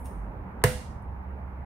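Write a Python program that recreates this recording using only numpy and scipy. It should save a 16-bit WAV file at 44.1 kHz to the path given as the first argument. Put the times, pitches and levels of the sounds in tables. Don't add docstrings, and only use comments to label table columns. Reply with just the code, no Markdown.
import sys
import numpy as np
from scipy import signal
from scipy.fft import rfft, irfft, next_fast_len
from scipy.io import wavfile
from scipy.ndimage import uniform_filter1d, map_coordinates

SR = 44100
rng = np.random.default_rng(int(sys.argv[2]) if len(sys.argv) > 2 else 0)


def ratio_of_db(decibels):
    return 10 ** (np.asarray(decibels, float) / 20)


def pcm_store(signal):
    levels = np.round(np.clip(np.atleast_2d(signal), -1, 1) * 32767)
    wavfile.write(sys.argv[1], SR, levels.astype(np.int16).T)


N = 72765

SLAM_S, SLAM_LEAN_DB = 0.6392, -3
# (time from slam [s], level [dB])
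PUSHES = [
    (-.0013, -14.5),
    (.0001, 6),
    (.0019, -19),
    (.004, -14),
    (.0071, -6),
]
# (time from slam [s], level [dB])
EDGE_TOUCHES = [
    (-.021, -28),
    (-.019, -27),
]
# (frequency [Hz], level [dB/Hz])
PUSH_SPECTRUM = [(150, -18), (650, -3), (1000, -0.5), (1300, -10.5), (1750, 5.5), (2400, -17.5),
                 (3200, -11.5), (4500, -28), (16000, -52)]
# (time from slam [s], level [dB], T60 [s])
CRACK_STAGES = [
    (-.0014, -37, .004),
    (-.0001, -7.5, 0.0059),
    (.0018, -21, 0.026),
    (.006, -32.5, 0.05),
]
# (frequency [Hz], level [dB/Hz])
CRACK_SPECTRUM = [(600, -7), (1800, 2), (3200, -6.5), (5800, -10.5), (7200, -15), (8900, -1), (10500, -13),
                  (13500, -10.5), (16500, -29.5)]
# (frequency [Hz], level [dB], T60 [s])
HIGH_RING_MODES = [(9050, -15, .005), (13000, -24.5, 0.0028)]
# (frequency [Hz], level [dB], T60 [s])
HEAD_MODES = [(336, -33, 0.033), (434, -8.5, .04), (692, -24, 0.08), (965, -31, 0.077),
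              (1820, -22.5, 0.036), (2014, -31, 0.18)]
RIM_MODE_HZ = [502, 630.5, 1545, 2152, 2795, 2934]
# (level [dB], T60 [s])
RIM_DECAYS = [(-22, 0.34), (-36.5, 0.45), (-42, 0.3), (-41, .2), (-43.5, 0.52), (-41.5, 0.23)]
# (frequency [Hz], level [dB], T60 [s])
FRAME_MODES = [(71, -28.5, 0.16), (108.2, -23.5, 0.27), (117.5, -11.5, 0.078), (135.2, -14, 0.16),
               (160, -39, 0.029), (221.3, -30, 0.3)]
# (time [s], peak [dB], rise [s], T60 [s])
WET_CONTACTS = [
    (0.043, -56, 0.0036, 0.18),
    (.0555, -45.5, 0.00071, 0.026),
    (0.063, -52.5, 0.0044, .06),
    (1.021, -67, 0.0018, 0.045),
]
# (frequency [Hz], level [dB/Hz])
SMACK_SPECTRUM = [(1500, -52), (2800, -14), (4500, -23.5), (6200, -16.5), (7600, -21), (8900, -4.5),
                  (10200, -7.5), (12500, -19.5), (16000, -17.5)]
# (frequency [Hz], T60 [s])
ROOM_T60 = [(150, 0.63), (1000, 0.21), (3000, 0.56), (6000, 0.63), (9000, 0.48), (15000, 0.34)]
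# (frequency [Hz], level [dB/Hz])
ROOM_SEND_SPECTRUM = [(400, -26.5), (700, -0.5), (2000, -1.5), (2500, -11.5), (5500, -16), (7600, -16.5),
                      (9100, -9), (10800, -15.5), (15500, -21.5)]
# (frequency [Hz], level [dB/Hz])
EARLIER_SPECTRUM = [(2060, -52), (3500, -17), (4570, -17), (5780, -17), (8690, -1.5), (11100, 4.5),
                    (16000, -16)]
# (time [s], frequency [Hz], level [dB])
ENGINE_TRACKS = [
    [(0.0, 69.6, -38), (0.064, 65.4, -41), (0.102, 58.9, -41), (0.194, 47.1, -36), (0.3, 51.2, -33.5),
     (0.342, 53.6, -53), (0.424, 50.4, -32.5), (0.472, 50.6, -62), (0.6, 53, -45)],
    [(0.76, 67.63, -35), (0.846, 70.44, -52.5), (0.968, 69.4, -39), (1.036, 64.2, -77),
     (1.064, 65.6, -34.5), (1.232, 67.9, -43), (1.254, 69.44, -38), (1.548, 65.9, -39.5), (1.65, 70, -40.5)],
]
# (frequency [Hz], level [dB/Hz])
RUMBLE_SPECTRUM = [(20, -44), (32, -9), (47, -7), (66, -4), (92, -8.5), (140, -15), (199, -10.5),
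                   (330, -26), (430, -69.5)]
# (time [s], rumble [dB])
LORRY_LEVEL = [
    (0, 0),
    (.45, 0),
    (.9, 1.5),
    (1.2, -3.5),
    (1.65, -1.5),
]
# (frequency [Hz], level [dB/Hz])
ROAR_SPECTRUM = [(150, -26.5), (260, -5), (399, -4), (659, -5.5), (717, -5), (989, -6.5), (1170, -7),
                 (2310, -20.5), (4500, -52.5), (5850, -80), (9900, -120)]
# (time [s], level [dB])
ROAR_LEVEL = [
    (0.0, -48),
    (0.334, -47.5),
    (0.62, -46.5),
    (0.872, -50),
    (1.268, -48.5),
    (1.65, -49),
]
# (frequency [Hz], width [Hz], rms [dB])
AIR_RESONANCES = [(88, 20, -52.5), (123.4, 6.9, -53), (187.9, 7.7, -53), (883.5, 210, -52.5)]
# (frequency [Hz], level [dB/Hz])
HISS_SPECTRUM = [(2500, -23.5), (3800, 1), (5500, -1.5), (7800, -15.5), (9500, -6), (12500, -0.5),
                 (15500, -7)]
# (frequency [Hz], left-right correlation [-1..1])
STEREO_LIKENESS = [(60, 0.94), (180, 0.99), (550, 0.54), (1650, -0.084), (4970, -0.71), (15000, -0.04)]
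# (frequency [Hz], left over right [dB])
STEREO_LEAN = [(60, -3.0), (240, -2), (950, -3.0), (3770, -4.5), (15000, -1.5)]


def unit(x):
    return x / np.sqrt(np.mean(x ** 2) + 1e-20)


def along(points, hz):
    f, v = np.transpose(points)
    return np.interp(np.log(hz + 1), np.log(f + 1), v)


def curves(rows):
    s, *cols = np.transpose(rows)
    return [np.interp(np.arange(N) / SR, s, c) for c in cols]


def wobble(rate_hz):
    return map_coordinates(rng.standard_normal(400), [np.arange(N) * rate_hz / SR])


def lean(db):
    return ratio_of_db(np.array([[0.5], [-0.5]]) * db)


def causal(spectrum, x):
    gain = ratio_of_db(along(spectrum, np.fft.rfftfreq(4096, 1 / SR)))
    cepstrum = irfft(np.log(gain + 1e-5))
    cepstrum[1:2048] *= 2
    cepstrum[2049:] = 0
    h = irfft(np.exp(rfft(cepstrum)))
    return signal.fftconvolve(np.atleast_2d(x), h[None] / np.linalg.norm(h), axes=1)[:, :N]


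def shaped(spectrum):
    return lambda hz: ratio_of_db(along(spectrum, hz))


def rush(gain, patchy_db):
    z = signal.stft(rng.standard_normal((2, N + 8192)), nperseg=512)[2]
    field = uniform_filter1d(rng.standard_normal(z.shape[1:]), size=5, axis=0)
    field = uniform_filter1d(field, size=12, axis=1)
    pair = signal.istft(z * ratio_of_db(patchy_db * unit(field)), nperseg=512)[1]
    hz = np.fft.rfftfreq(pair.shape[1], 1 / SR)
    turn = np.arccos(np.clip(along(STEREO_LIKENESS, hz), -1, 1)) / 2
    mid, side = rfft(pair) * gain(hz) * [np.cos(turn), np.sin(turn)]
    sides = np.array([mid + side, mid - side]) * lean(along(STEREO_LEAN, hz))
    return unit(irfft(sides)[:, :N])


def burst(start_s, db, rise_s, t60_s):
    t = np.clip(np.arange(N) / SR - start_s, 0, None)
    return ratio_of_db(db - 60 * t / t60_s) * (1 - np.exp(-t / rise_s))


def ringing(modes, start_s, rise_s):
    t = np.arange(N) / SR - start_s
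    return sum(burst(start_s, db, rise_s, t60) * np.sin(2 * np.pi * hz * t) for hz, db, t60 in modes)


def push(rows, late_s):
    x = np.zeros(N)
    for s, db in rows:
        x[round((SLAM_S + s + late_s) * SR)] += ratio_of_db(db)
    return x


def slap():
    shared, left_late_s = 0.46, 0.0001
    noise = rng.standard_normal((3, N))
    pair = shared * noise[0] + np.sqrt(1 - shared ** 2) * noise[1:]
    crack = pair * sum(burst(SLAM_S + s, db, 0.00014, t60) for s, db, t60 in CRACK_STAGES)
    pulses = [*PUSHES, *EDGE_TOUCHES]
    air = [push(pulses, left_late_s), push(pulses, 0)]
    return causal(CRACK_SPECTRUM, crack) + causal(PUSH_SPECTRUM, air)


def high_ring():
    late_s, left_late_s = 0.0001, 0.00005
    return np.array([ringing(HIGH_RING_MODES, SLAM_S + late_s + s, 0.00014) for s in (left_late_s, 0)])


def wheel_head():
    rise_s = 0.0017
    rim = [(hz, db, t60) for hz, (db, t60) in zip(RIM_MODE_HZ, RIM_DECAYS)]
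    return ringing(HEAD_MODES, SLAM_S, rise_s) - ringing(rim, SLAM_S, rise_s)


def frame():
    late_s, rise_s = 0.0052, 0.005
    return -ringing(FRAME_MODES, SLAM_S + late_s, rise_s)


def smacks():
    envelope = sum(burst(*contact) for contact in WET_CONTACTS)
    return causal(SMACK_SPECTRUM, rng.standard_normal(N) * envelope)[0]


def studio(x):
    late_s, gate_s = 0.003, 0.38
    hz, t, z = signal.stft(rng.standard_normal((2, SR)), SR, nperseg=256)
    fall_db = 60 * t / along(ROOM_T60, hz)[:, None] + 10 * (t / gate_s) ** 5
    tail = signal.istft(z * ratio_of_db(-fall_db), SR, nperseg=256)[1]
    late = np.pad(x, (round(late_s * SR), 0))[None]
    return signal.fftconvolve(late, tail / np.linalg.norm(tail[0]), axes=1)[:, :N]


def earlier_smack():
    level_db, t60_s = -60, 0.59
    fall = ratio_of_db(level_db - 60 * np.arange(N) / SR / t60_s)
    return fall * rush(shaped(EARLIER_SPECTRUM), patchy_db=0.5)


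def engine():
    roughness, lean_db = 0.1, -3.5
    hz, level_db = curves(np.vstack(ENGINE_TRACKS))
    tone = np.sin(2 * np.pi * np.cumsum(hz) / SR)
    return np.sqrt(2) * ratio_of_db(level_db) * (1 + roughness * wobble(22)) * tone * lean(lean_db)


def traffic():
    rumble_db, roar_db = -42, -48.5
    lorry_db, = curves(LORRY_LEVEL)
    strength_db, = curves(ROAR_LEVEL)
    swell = ratio_of_db(strength_db - strength_db.mean())
    rumble = ratio_of_db(rumble_db + lorry_db) * rush(shaped(RUMBLE_SPECTRUM), patchy_db=-1.0)
    return rumble + ratio_of_db(roar_db) * swell * rush(shaped(ROAR_SPECTRUM), patchy_db=1.4)


def air_resonances():
    total = np.zeros((2, N))
    for centre_hz, width_hz, db in AIR_RESONANCES:
        peak = lambda hz: 1 / (1 + (2 * (hz - centre_hz) / width_hz) ** 2)
        total += ratio_of_db(db) * rush(peak, patchy_db=-1.6)
    return total


def hiss():
    return ratio_of_db(-79) * rush(shaped(HISS_SPECTRUM), patchy_db=1.5)


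def below(x, top_hz):
    m = next_fast_len(N + SR // 4)
    gain = np.clip((top_hz - np.fft.rfftfreq(m, 1 / SR)) / 60, 0, 1)
    return irfft(rfft(x, m) * gain, m)[:, :N]


def scene():
    room_blow_db, room_body_db, room_smack_db = 4, -17.5, -1.5
    frame_lean_db, lasting_top_hz = -2.1, 15800
    wet, plate, thud = smacks(), wheel_head(), frame()
    blow = causal(ROOM_SEND_SPECTRUM, push([(0.00089, room_blow_db)], 0))[0]
    room = studio(ratio_of_db(room_smack_db) * wet + blow + ratio_of_db(room_body_db) * (plate + thud))
    near = (wet + plate + room) * lean(SLAM_LEAN_DB) + thud * lean(frame_lean_db)
    background = earlier_smack() + engine() + air_resonances() + traffic() + hiss()
    impact = (slap() + high_ring()) * lean(SLAM_LEAN_DB)
    return below(near + background, lasting_top_hz) + impact


def band_limit(x):
    return signal.sosfilt(signal.butter(12, 16650, fs=SR, output="sos"), x)


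def record(dry):
    fade_s, top_hz = 0.004, 16600
    left_s = (N - np.arange(N)) / SR
    fade = np.sin(np.pi / 2 * np.clip(left_s / fade_s, 0, 1)) ** 2
    return band_limit(below(dry * fade, top_hz))


dry = scene()
out = record(dry)
pcm_store(out)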